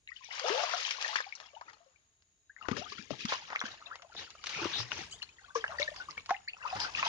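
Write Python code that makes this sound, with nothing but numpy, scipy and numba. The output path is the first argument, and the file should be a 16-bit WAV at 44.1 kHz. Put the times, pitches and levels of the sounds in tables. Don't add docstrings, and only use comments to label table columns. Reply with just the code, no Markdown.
import sys
import numpy as np
from scipy import signal
from scipy.fft import rfft, irfft
from scipy.io import wavfile
from scipy.ndimage import uniform_filter1d
from numba import njit

SR = 44100
rng = np.random.default_rng(int(sys.argv[2]) if len(sys.argv) > 2 else 0)


def unload_wav(signal):
    wavfile.write(
        sys.argv[1],
        SR,
        np.round(np.clip(np.atleast_2d(signal).T, -1, 1) * 32767).astype(np.int16),
    )


N = 312220


def from_db(db):
    return 10 ** (np.asarray(db) / 20)


def rms_one(x):
    return x / np.sqrt(np.mean(x ** 2) + 1e-20)


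def in_time(rows):
    s, *columns = np.transpose(rows)
    return [np.interp(np.arange(N) / SR, s, column) for column in columns]


def colour(x, spectrum):
    size = 8192
    hz, db = np.transpose(spectrum)
    grid = np.maximum(np.arange(size // 2 + 1) * SR / size, 1)
    gain = from_db(np.interp(np.log(grid), np.log(hz), db))
    cepstrum = irfft(np.log(gain))
    fold = np.r_[1, np.full(size // 2 - 1, 2), np.zeros(size // 2)]
    response = irfft(np.exp(rfft(cepstrum * fold)))[:size // 2]
    return signal.oaconvolve(np.atleast_2d(x), response[None], axes=-1)[:, :N]


def add(track, s, sound):
    start = int(np.clip(round(s * SR), 0, N - 1))
    track[..., start:start + sound.shape[-1]] += sound[..., :N - start]


def steady(x, window_s):
    size = max(int(window_s * SR), 1)
    power = np.mean(x ** 2, axis=0)
    power = uniform_filter1d(uniform_filter1d(power, size), size)
    return x / np.sqrt(np.maximum(power, 1e-9))


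# (frequency [Hz], level ratio [dB])
DIFFUSENESS = [(60, -7), (400, -7), (1000, -7), (2500, 4), (5000, -2), (12000, 1)]


def wide_noise():
    diffuse = colour(rng.standard_normal((2, N)), DIFFUSENESS)
    even = [(hz, -10 * np.log10(1 + from_db(db) ** 2)) for hz, db in DIFFUSENESS]
    return colour(rng.standard_normal(N) + diffuse, even)


# (frequency [Hz], relative level [dB per Hz])
AIR_SPECTRUM = [(18, -57), (30, -6.5), (44, -1), (65, -8.5), (98, -19.5), (456, -43.5), (670, -8),
                (1010, -72.5), (1710, -17), (3450, -23), (3710, -27.5), (5720, -30.5), (6770, 2),
                (7450, -52), (9480, -23.5), (12300, -74), (20900, -120)]
AIR_DB = -76.5
# (frequency [Hz], width [Hz], level [dB])
HISS_BANDS = [(6900, 10, -78.5), (3850, 20, -91)]
# (time [s], level change [dB])
UPPER_HISS_SWELL = [(0, -5), (1.6, 1.5), (2.099, -8), (2.6, -1.5), (4.3, 7.5), (7.08, 7)]


def background():
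    out = from_db(AIR_DB) * rms_one(colour(rng.standard_normal((2, N)), AIR_SPECTRUM))
    swells_db = (in_time(UPPER_HISS_SWELL)[0], 0)
    for (hz, width, db), swell_db in zip(HISS_BANDS, swells_db):
        resonance = signal.iirpeak(hz, hz / width, fs=SR)
        hiss = signal.lfilter(*resonance, rng.standard_normal((2, N)))
        out += from_db(db + swell_db) * rms_one(hiss)
    return out


# (time [s], level [dB])
RUMBLE_LEVEL = [(0, -76), (2.5, -82.5), (2.75, -73), (3.3, -76), (3.9, -76.5), (4.4, -71), (4.65, -75),
                (5.1, -60), (5.35, -74), (5.8, -61), (6.2, -67.5), (6.5, -73.5), (6.78, -59), (7.08, -66)]
# (frequency [Hz], relative level [dB per Hz])
RUMBLE_SPECTRUM = [(20, -40.5), (45, -16), (75, -12.5), (120, -19), (200, -26), (400, -41.5)]


def rumble():
    level_db, = in_time(RUMBLE_LEVEL)
    return from_db(level_db) * rms_one(colour(wide_noise(), RUMBLE_SPECTRUM))


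# (start [s], length [s], level before the swell [dB], first frequency [Hz], last frequency [Hz])
BRUSHES = [(4.163, 0.066, -43.5, 3810, 3830), (4.521, 0.22, -42.5, 2180, 3220),
           (4.728, .1, -34.5, 3624, 4010), (4.779, 0.068, -37.5, 5010, 5240),
           (5.109, 0.062, -50, 7100, 6930), (5.547, 0.05, -43.5, 5780, 5770),
           (5.957, 0.064, -50, 5000, 4470), (6.795, 0.084, -36, 4970, 4870)]
BRUSH_WIDTH = 0.16


def rustle():
    out, t = np.zeros((2, N)), np.arange(SR // 4) / SR
    for s, length, db, first_hz, last_hz in BRUSHES:
        gone = np.minimum(t / length, 1)
        turn = 2 * np.pi * np.cumsum(first_hz + (last_hz - first_hz) * gone) / SR
        narrow = signal.butter(2, BRUSH_WIDTH * first_hz / 2, fs=SR, output="sos")
        a, b = signal.sosfilt(narrow, rng.standard_normal((2, 2, len(t))))
        band = rms_one(a * np.cos(turn) + b * np.sin(turn))
        add(out, s, from_db(db) * np.sin(np.pi * gone ** 0.51) * band)
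    return out


# (start [s], swell [s], hold [s], spray level [dB], gurgle level [dB], slosh level [dB])
SURGES = [(0.103, 0.063, 0.01, -56.5, -74, -85), (0.197, 0.046, 0.011, -50.5, -70.5, -85),
          (0.293, 0.036, 0.076, -42.5, -46.5, -91.5), (0.4, 0.066, 0.18, -35.5, -36, -81),
          (0.629, 0.069, 0.06, -38.5, -40, -86.5), (0.749, .03, 0.14, -37, -48, -77),
          (0.964, 0.043, 0.17, -40.5, -45, -78.5), (1.366, 0.023, 0.078, -59, -60.5, -78.5),
          (1.648, 0.01, 0.086, -66, -60, -75.5), (2.586, .04, 0.039, -59.5, -49.5, -69),
          (2.692, 0.0085, 0.06, -52, -51, -45.5), (2.764, 0.0046, 0.031, -43, -50, -45.5),
          (2.829, 0.086, 0.0095, -45, -67, -80.5), (2.954, 0.036, 0.0039, -47, -66, -53.5),
          (3.096, 0.014, 0.0073, -43, -60, -43.5), (3.17, 0.036, 0.01, -41.5, -60.5, -59),
          (3.271, 0.024, 0.042, -36.5, -44, -75.5), (3.473, 0.049, 0.019, -54.5, -45, -69),
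          (3.626, 0.024, 0.014, -45.5, -49.5, -60.5), (3.699, 0.0075, 0.012, -50.5, -52, -61),
          (3.838, 0.039, 0.058, -68.5, -55, -75), (4.127, 0.068, .025, -44.5, -51, -57),
          (4.41, 0.083, 0.23, -42, -49.5, -63.5), (4.532, 0.084, 0.03, -55.5, -39.5, -46.5),
          (4.69, 0.067, 0.052, -41.5, -49, -51.5), (4.876, 0.052, 0.092, -43, -50.5, -53.5),
          (5.352, 0.074, 0.06, -64, -64.5, -84), (5.549, 0.0062, 0.0098, -43.5, -49.5, -65),
          (5.65, 0.067, 0.011, -55.5, -43.5, -65.5), (5.776, .028, 0.013, -41, -48.5, -60.5),
          (5.933, 0.07, 0.01, -54.5, -52, -64), (6.077, 0.019, 0.0084, -56, -56, -59.5),
          (6.169, 0.0027, 0.0025, -54.5, -58.5, -59), (6.277, 0.016, 0.013, -51.5, -60.5, -80.5),
          (6.573, 0.098, 0.057, -51, -45.5, -83), (6.729, 0.019, 0.027, -45.5, -44.5, -50),
          (6.751, 0.089, 0.02, -42, -39.5, -56.5), (6.924, .05, 0.032, -39.5, -47.5, -55),
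          (7.019, 0.038, .05, -34.5, -36.5, -58)]
SWELL_DB = 18
COLLAPSE_DB_PER_S = (208, 233.5, 329.5)
TRICKLE_DB, TRICKLE_DB_PER_S = (-11.5, -11, -13.5), 39.5
CALM_DB = (-84, -91.5, -88.5)


def stirring():
    t = np.arange(0, N / SR + .002, .001)
    collapse, trickle, calm = (np.array(c)[:, None] for c in (COLLAPSE_DB_PER_S, TRICKLE_DB, CALM_DB))
    power = from_db(calm) ** 2
    for start, swell, hold, *levels in SURGES:
        rising = SWELL_DB * np.minimum((t - start) / swell - 1, 0)
        after = np.maximum(t - start - swell - hold, 0)
        falling = np.maximum(-collapse * after, trickle - TRICKLE_DB_PER_S * after)
        power = power + from_db(np.array(levels)[:, None] + rising + falling) ** 2
    return in_time(np.column_stack([t, *(10 * np.log10(power))]))


@njit
def ring_bubbles(starts, steps, lengths, sizes, rises, total):
    out = np.zeros(total)
    for k in range(len(starts)):
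        height, fade = sizes[k], np.exp(-np.log(1000) / lengths[k])
        for i in range(min(int(lengths[k]), total - starts[k])):
            swell = min(1., 16 * i / lengths[k])
            phase = steps[k] * i * (1 + rises[k] * i / lengths[k] / 2)
            out[starts[k] + i] += swell * height * np.sin(phase)
            height *= fade
    return out


BRISK_DB, THINNING = -42, .7
CALM_RING = .25
SPREAD_MS, SPREAD_DB = .085, 11.5
SETTLED_DB, SETTLING_DB = -65, 21


def cloud(kind, level_db, spectrum, low_hz, high_hz, rise, window_s):
    per_s, spread_db, cycles, wash = kind
    stir = np.clip(from_db(THINNING * (level_db - BRISK_DB)), .02, 1)
    draws = rng.random((N // 4, 8))[:int(per_s * N / SR)]
    born = draws[draws[:, 1] < stir[(draws[:, 0] * N).astype(int)]]
    when, _, pitch, size, damping, glide, lead, side = born.T
    hz = low_hz * (high_hz / low_hz) ** pitch
    sizes = from_db(spread_db * np.minimum(-np.log(1 - size), 4)) * np.sqrt(hz / low_hz)
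    calmness = stir[(when * N).astype(int)] ** -CALM_RING
    lengths = cycles * calmness * 2 ** (3 * (damping - .5)) * SR / hz
    steps = 2 * np.pi * hz / SR
    ears = []
    for ear in (1, -1):
        starts = when * N + ear * np.sqrt(3) * (lead - .5) * SPREAD_MS * SR / 1000
        starts = np.clip(starts, 0, N - 1).astype(np.int64)
        heights = sizes * from_db(ear * np.sqrt(3) * (side - .5) * SPREAD_DB)
        ears.append(ring_bubbles(starts, steps, lengths, heights, rise * glide, N))
    rings = rms_one(colour(np.array(ears), spectrum) / np.sqrt(stir))
    wash = np.clip(wash + np.maximum(SETTLED_DB - level_db, 0) / SETTLING_DB, 0, 1)
    smooth = rms_one(colour(wide_noise(), spectrum))
    water = np.sqrt(1 - wash) * rings + np.sqrt(wash) * smooth
    return from_db(level_db) * steady(water, window_s)


CLUMPS_PER_S, CLUMP_DB = 130, 1.2


def clumps():
    knots = np.arange(N) * CLUMPS_PER_S / SR
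    swings = rng.standard_normal(int(knots[-1]) + 2)
    return CLUMP_DB * np.interp(knots, np.arange(len(swings)), swings)


# (frequency [Hz], relative level [dB per Hz])
SLOSH_SPECTRUM = [(25, -42), (50, -19.5), (80, 2.5), (130, -0.5), (230, -1), (320, 1), (480, 1),
                  (900, -48.5)]
GURGLE_SPECTRUM = [(200, -31), (350, -20), (480, -2), (750, 6), (1150, 11.5), (1600, 9), (2100, 5.5),
                   (3500, -31)]
SPRAY_SPECTRUM = [(900, -57.5), (1500, -6), (2000, -3), (2800, 2), (3900, -0.5), (5200, -0.5), (6300, -3),
                  (7000, -10.5), (7900, -26), (9400, -24), (10500, -49.5), (15000, -54)]
# (bubbles tried per s, spread of sizes [dB], cycles to die away, share of smooth wash)
BIG, MIDDLE, FINE = (200, 3.5, 7, .3), (1500, 3.6, 24, .12), (7000, 3.7, 33, .17)


def churn(spray_db, gurgle_db, slosh_db):
    slosh = cloud(BIG, slosh_db, SLOSH_SPECTRUM, 78, 470, rise=0.23, window_s=0.14)
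    gurgle = cloud(MIDDLE, gurgle_db, GURGLE_SPECTRUM, 345.4, 2017, rise=0.38, window_s=0.091)
    spray = cloud(FINE, spray_db, SPRAY_SPECTRUM, 1600, 7200, rise=.09, window_s=.03)
    return slosh + (gurgle + spray) * from_db(clumps())


# (time [s], relative level [dB], depth [0 flick of spray, .5 flat smack, 1 plunge])
SLAPS = [(0.396, -34, 0.22), (0.484, -40, 0.15), (0.9082, -33, 0.13), (1.013, -37, 0.18), (1.025, -42.5, 0),
         (1.0608, -38, 0.36), (1.08, -44.5, 0.027), (1.16, -34, 0.12), (1.17, -47, 0.22),
         (1.205, -40, 0.24), (1.401, -44, 0.26), (1.698, -54, 0.22), (1.732, -56, 0.19),
         (1.611, -45.5, 0.39), (2.222, -69.5, 0.15), (2.6848, -27.5, 0.84), (2.713, -27, 0.95),
         (2.7673, -34, 0.28), (2.952, -52, 0.9), (3.105, -39, 0.79), (3.253, -38, 0.11),
         (3.3221, -33.5, 0.58), (3.336, -32.5, 0.3), (3.502, -38.5, 0.76), (3.524, -43.5, 0.52),
         (3.53, -49, 0.51), (3.5568, -38.5, 0.34), (3.6142, -33.5, 0.6), (3.624, -52, 0.5),
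         (3.638, -46, .55), (3.663, -46, 0.14), (3.956, -45, 0.24), (4.021, -48, 0.27), (4.149, -45, 0.9),
         (4.3042, -50.5, 0.094), (4.4398, -39, 0.19), (4.46, -51, 0), (4.4691, -35, 0.15),
         (4.494, -40.5, 0.17), (4.505, -42, 0.21), (4.645, -34.5, 0.25), (4.657, -36, 0.93),
         (4.8016, -37, 0.27), (4.917, -40, 0.22), (5.227, -41.5, 0.19), (5.6437, -40.5, 0.5),
         (5.707, -51, 0.39), (5.7986, -44, 0), (5.962, -42, 0.27), (6.176, -44, 0.86), (6.26, -49.5, 0.14),
         (6.295, -38.5, 0.36), (6.3062, -31, 0.35), (6.802, -39, 0.077), (7.028, -34.5, 0.52)]
SLAP_THUMP_DB, SLAP_SMACK_DB, SLAP_SPRAY_DB = (-44, -44.5, -1), (-17.5, 1.5, -12.5), (4.5, -19, -15)


def slaps(crack_s, spatter_s, spatter_db, trim_db):
    t = np.arange(SR // 16) / SR
    shape = np.exp(-t / crack_s) + from_db(spatter_db) * np.exp(-t / spatter_s)
    shape /= np.sqrt(np.sum(shape ** 2) / (.008 * SR))
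    parts = ((SLOSH_SPECTRUM, SLAP_THUMP_DB), (GURGLE_SPECTRUM, SLAP_SMACK_DB),
             (SPRAY_SPECTRUM, SLAP_SPRAY_DB))
    out, noise = 0, wide_noise()
    for spectrum, by_depth in parts:
        force = np.zeros(N)
        for s, db, depth in SLAPS:
            part_db = np.interp(depth, (0, .5, 1), by_depth)
            add(force, s, from_db(db + trim_db + part_db) * shape)
        out = out + colour(force * noise, spectrum) / np.std(colour(noise[:, :SR], spectrum))
    return out


STRAY_PER_S, STRAY_LOW_HZ, STRAY_HIGH_HZ = 18, 566, 3040
STRAY_OVER_DB, STRAY_TOP_DB, STRAY_SPREAD_DB = 16.5, -48.5, 8
STRAY_STOP_DB = -70.5
STRAY_CYCLES, STRAY_RISE_PER_S = 18, 12


def strays(gurgle_db):
    when, pitch, size, damping, glide = rng.random((1000, 5))[:int(STRAY_PER_S * N / SR)].T
    hz = STRAY_LOW_HZ * (STRAY_HIGH_HZ / STRAY_LOW_HZ) ** pitch
    stir_db = gurgle_db[(when * N).astype(int)]
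    db = np.minimum(stir_db + STRAY_OVER_DB, STRAY_TOP_DB) + STRAY_SPREAD_DB * (2 * size - 1)
    t60 = STRAY_CYCLES * (.5 + damping) / hz
    rows = np.column_stack([when * N / SR, hz, db, t60, STRAY_RISE_PER_S * 2 * glide])
    return rows[stir_db > STRAY_STOP_DB]


# (time [s], first pitch [Hz], relative peak level [dB], 60 dB decay [s], first pitch rise [share per s])
POCKETS = [(0.075, 2000, -35, 0.0085, 0), (0.0746, 2780, -31.5, 0.0045, -3), (0.075, 3870, -41, 0.013, -7),
           (0.087, 1895, -35, 0.03, 28), (0.105, 1143, -51, 0.13, 10.5), (0.117, 1836, -34, 0.019, 6),
           (0.161, 2950, -38, 0.034, 1.5), (0.206, 1070, -47.5, 0.1, -3.5), (0.243, 5890, -38.5, 0.014, -2),
           (0.257, 2250, -45.5, 0.037, 5), (0.305, 2920, -34, 0.012, -4), (0.309, 1780, -33, 0.023, 55),
           (0.394, 4850, -29, 0.025, -2), (0.412, 506, -41, 0.28, 2), (0.4404, 556, -22, 0.072, 20),
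           (0.447, 419, -31.5, 0.33, 9.5), (0.467, 796, -28, 0.076, 8), (0.4827, 900, -28, 0.051, 8),
           (0.493, 1720, -24, 0.0099, 10), (0.499, 358, -27, 0.59, 11), (0.524, 423.5, -29, 0.33, 24),
           (0.5448, 642, -25.5, 0.029, 11), (0.583, 543, -27.5, 0.18, 15.5), (0.633, 676, -23, 0.037, 6),
           (0.7349, 664, -26, 0.067, 6.5), (0.736, 1440, -19, 0.0074, -7.5),
           (0.849, 3070, -22.5, 0.013, -1), (0.86, 2520, -25, 0.012, -7), (0.908, 2320, -18.5, 0.016, 14),
           (0.983, 1000, -34, 0.018, 16), (1.09, 802, -35.5, 0.092, 7.5), (1.045, 1930, -18.5, 0.014, -8),
           (1.127, 1027, -31, 0.06, 23), (1.157, 1640, -11.5, 0.0072, 21), (1.159, 1056, -26.5, 0.033, 1),
           (1.169, 2170, -17, 0.0064, 1.5), (1.2, 535, -37, 0.023, 7), (1.2029, 1444, -17.5, 0.025, 43),
           (1.264, 784, -36, 0.075, 3.5), (1.324, 2200, -27, 0.0084, 0), (1.353, 5860, -26, 0.0023, 9),
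           (1.532, 543, -48, 0.23, 9.5), (1.548, 2930, -46, 0.023, 3), (1.563, 789, -38.5, 0.055, 11.5),
           (1.6133, 872, -34.5, 0.057, 31), (1.678, 1255, -42.5, 0.057, 12.5),
           (1.682, 1834, -44, 0.055, 9.5), (1.802, 642, -55, 0.12, 3.5), (1.86, 579, -58, 0.14, -3.5),
           (1.959, 2340, -53, 0.013, -10), (2.495, 1550, -40.5, 0.051, 10),
           (2.564, 1880, -37.5, 0.0083, -12), (2.584, 2040, -45, 0.027, 2), (2.611, 1320, -35, 0.031, -5),
           (2.625, 2770, -36, 0.011, -1), (2.6857, 347, -16.5, 0.0054, 4), (2.7136, 219, -18, 0.063, 13),
           (2.728, 1220, -28, 0.021, 0), (2.773, 515, -38.5, 0.18, 6.5), (2.813, 629, -36.5, 0.096, 16.5),
           (2.858, 1095, -39.5, 0.1, 16.5), (2.92, 1070, -33, 0.021, 16), (2.981, 1330, -34, 0.022, 15),
           (2.99, 195, -35, 0.045, 8), (3.1064, 605, -21.5, 0.037, 6), (3.111, 230, -30, 0.028, 19),
           (3.248, 192, -24.5, 0.033, 17.5), (3.256, 1160, -35.5, 0.042, 15), (3.284, 3100, -26, 0.011, 8),
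           (3.319, 1050, -21, 0.016, 0), (3.324, 595, -23, 0.013, -2), (3.335, 1033, -28, 0.094, -0.5),
           (3.53, 874, -29, 0.013, 29), (3.551, 1210, -26.5, 0.015, -4), (3.56, 2090, -12.5, 0.0036, 7),
           (3.603, 3340, -28, 0.011, 13), (3.638, 244, -31.5, 0.058, -6), (3.6532, 1520, -28.5, 0.018, 14),
           (3.822, 1270, -38, 0.017, -1), (3.858, 3620, -38, 0.044, 5), (3.868, 2530, -38, 0.018, 10),
           (3.909, 1132, -34, 0.14, 23.5), (4.027, 700, -50.5, 0.078, 0), (4.119, 1486, -45.5, 0.072, -5.5),
           (4.352, 1225, -39, 0.011, 7), (4.548, 2210, -25, 0.0047, 8), (4.585, 402, -41, 0.11, 3),
           (4.614, 342.6, -30, 0.17, 0), (4.655, 367, -19.5, 0.01, 4), (4.792, 105.5, -37.5, 0.31, 3),
           (4.919, 1450, -25, 0.013, -5), (4.918, 2720, -16.5, 0.0048, -1), (5.12, 2900, -37, 0.099, 8),
           (5.124, 4800, -38.5, 0.026, -5), (5.219, 2840, -29, 0.016, 10), (5.226, 4200, -30.5, 0.045, 2.5),
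           (5.288, 2350, -45.5, 0.031, 7), (5.383, 1870, -45.5, 0.028, 3), (5.393, 1476, -47, 0.021, 9),
           (5.442, 1500, -42.5, 0.022, -4), (5.479, 1103, -48.5, 0.21, 2), (5.503, 1560, -42, 0.034, -1),
           (5.552, 990, -21, 0.045, 15), (5.556, 1703, -30, .045, -9), (5.555, 481.5, -23.5, 0.14, -2.5),
           (5.606, 3170, -38.5, 0.031, -3), (5.616, 1630, -47, .06, 33.5), (5.641, 1677, -13, 0.015, -6),
           (5.69, 613, -38, 0.2, 7), (5.73, 1123, -45, 0.3, 8), (5.783, 4600, -34.5, 0.015, 8),
           (5.784, 1865, -25.5, 0.035, -3.5), (5.798, 555, -27, 0.19, 2.5), (5.817, 2140, -19.5, 0.017, 9),
           (5.827, 4180, -19, 0.011, 1), (5.876, 1823, -23.5, 0.03, 0.5), (5.8845, 594, -33.5, 0.022, 3),
           (5.915, 600, -36.5, 0.053, 0), (5.999, 1404, -32, 0.098, 3), (6.085, 1076, -30, 0.025, 17),
           (6.1096, 5000, -25.5, 0.0022, -3), (6.168, 1596, -42, 0.036, 29), (6.1783, 2220, -25, 0.034, 4),
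           (6.2921, 1090, -24, 0.055, -9.5), (6.3086, 783, -14, 0.092, 0.5), (6.339, 2470, -42, 0.019, 0),
           (6.365, 2930, -34.5, 0.0089, 2), (6.475, 1597, -29.5, 0.13, 42), (6.4827, 4480, -28, 0.013, -2),
           (6.533, 2810, -29, 0.012, -17), (6.605, 1440, -44, 0.2, 20), (6.625, 2800, -38, 0.023, -8),
           (6.634, 1734, -37, 0.099, -23), (6.6493, 902, -27, 0.088, 17.5), (6.657, 1180, -31, 0.047, 9.5),
           (6.675, 2450, -31, 0.027, 12), (6.692, 4800, -43, 0.17, 2.5), (6.7, 2540, -29, 0.015, -3),
           (6.726, 723, -25.5, 0.13, 4.5), (6.753, 114, -38, 0.17, -6), (6.763, 1460, -30, 0.014, 0),
           (6.796, 914, -33, 0.11, 5), (6.815, 4520, -26.5, 0.015, -12), (6.842, 1404, -31.5, 0.14, 4.5),
           (6.949, 2510, -19.5, 0.011, 5), (6.973, 2570, -24, .009, 12), (6.981, 1955, -27, .04, -0.5),
           (6.9861, 1195, -31, 0.1, 5), (6.996, 2820, -22, 0.0086, 11), (7.023, 1005, -29, 0.24, 8),
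           (7.028, 2500, -18, 0.027, 10), (7.0623, 902, -24, 0.045, 1)]
SHED_ABOVE_DB, SHED_DB, SHED_WITHIN_S, SHED_PITCH = -33, -15, .045, 2.8


def daughters(count):
    rows = []
    for (s, hz, db, _, _), draws in zip(POCKETS, rng.random((len(POCKETS), count, 3))):
        if db > SHED_ABOVE_DB and STRAY_LOW_HZ < hz < STRAY_HIGH_HZ:
            for delay, size, glide in draws:
                small_hz = hz * SHED_PITCH ** size
                t60, rise = STRAY_CYCLES / small_hz, STRAY_RISE_PER_S * 2 * glide
                rows.append((s + SHED_WITHIN_S * delay, small_hz, db + SHED_DB, t60, rise))
    return rows


BURST_RISE = 0.95
STRUCK_WITHIN_S = .003
SWELL_S = 0.0038
STRUCK_SWELL_S, STRUCK_SWELL_CYCLES = .0003, .3


def plops(rows, trim_db, linger_db, linger_cycles, climb_s, wobble, spread_db):
    out, t = np.zeros((2, N)), np.arange(SR // 5) / SR
    chance = rng.standard_normal((600, 80))
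    for (s, hz, db, t60, rise), (side, *jitter) in zip(rows, chance):
        struck = any(abs(s - slap[0]) < STRUCK_WITHIN_S for slap in SLAPS)
        swell = STRUCK_SWELL_S + STRUCK_SWELL_CYCLES / hz if struck else min(SWELL_S, t60 / 6)
        ring = from_db(-60 * t / t60)
        linger = from_db(linger_db - 60 * t * hz / linger_cycles)
        shape = (1 - np.exp(-(t / swell) ** 2)) * (ring + linger)
        climb = rise * climb_s * (1 - np.exp(-t / climb_s))
        shape = shape / (1 + (climb / BURST_RISE) ** 12)
        unrest = np.interp(t, np.linspace(0, t[-1], len(jitter)), jitter)
        pitch = hz * (1 + climb) * (1 + wobble * unrest)
        tone = np.sin(2 * np.pi * np.cumsum(pitch) / SR)
        ears = rms_one(from_db([[side * spread_db / 2], [-side * spread_db / 2]]))
        add(out, s, ears * from_db(db + trim_db) * shape / shape.max() * tone)
    return out


def echoes(x, t60, delay_s):
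    t = np.arange(SR // 2) / SR
    response = rng.standard_normal((2, len(t))) * from_db(-60 * t / t60) * (t > delay_s)
    response /= np.sqrt(np.sum(response ** 2, axis=1, keepdims=True))
    return signal.oaconvolve(x, response, axes=-1)[:, :N]


# (time [s], lead of the left ear [ms], left over right [dB])
BEARING = [(0, 0.21, 10), (1.9, 0.26, 8.5), (2.4, 0.21, 4.5), (2.7, -0.27, 17.5), (2.9, -0.2, 7),
           (3.11, -0.14, 19.5), (3.24, -0.22, 3.5), (4.7, -0.024, 5), (5.5, -0.15, 6), (6.1, -0.16, 2),
           (6.3, -0.067, 4.5), (6.6, -0.2, 5.5), (7.08, -0.19, 2.5)]
SCATTER_DB, SCATTER_ABOVE_HZ, SCATTER_T60_S = -6, 2100, 0.032
FAR_DB, FAR_T60_S = -17.5, 0.26


def scene():
    lead_ms, pan_db = in_time(BEARING)
    ears = from_db(np.array([pan_db, -pan_db]) / 2)
    ears = ears / np.sqrt(np.mean(ears ** 2, axis=0))
    spray_db, gurgle_db, slosh_db = stirring()
    rows = [*POCKETS, *strays(gurgle_db), *daughters(count=2)]
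    pockets = plops(rows, trim_db=-3.5, linger_db=-49, linger_cycles=140, climb_s=.075,
                    wobble=0.037, spread_db=5.5)
    water = pockets + churn(spray_db, gurgle_db, slosh_db)
    water = water + slaps(crack_s=0.0004, spatter_s=0.006, spatter_db=-1, trim_db=2.8)
    water = (water + rustle()) * ears
    index, lead = np.arange(N), np.round(lead_ms * SR / 1000).astype(int)
    direct = np.array([water[0], water[1, np.clip(index - lead, 0, N - 1)]])
    thin = signal.butter(1, SCATTER_ABOVE_HZ, "high", fs=SR)
    scattered = signal.lfilter(*thin, pockets * ears)
    near = from_db(SCATTER_DB) * echoes(scattered, SCATTER_T60_S, delay_s=0.0048)
    far = from_db(FAR_DB) * echoes(water, FAR_T60_S, delay_s=0.0068)
    return direct + near + far + background() + rumble()


TREBLE_EDGE_HZ, CUTOFF_HZ = 9640, 15100


def record(dry):
    step = signal.ellip(6, .2, 17, TREBLE_EDGE_HZ, fs=SR, output="sos")
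    cut = signal.ellip(10, .1, 70, CUTOFF_HZ, fs=SR, output="sos")
    return signal.sosfilt(cut, signal.sosfilt(step, dry))


dry = scene()
out = record(dry)
unload_wav(out)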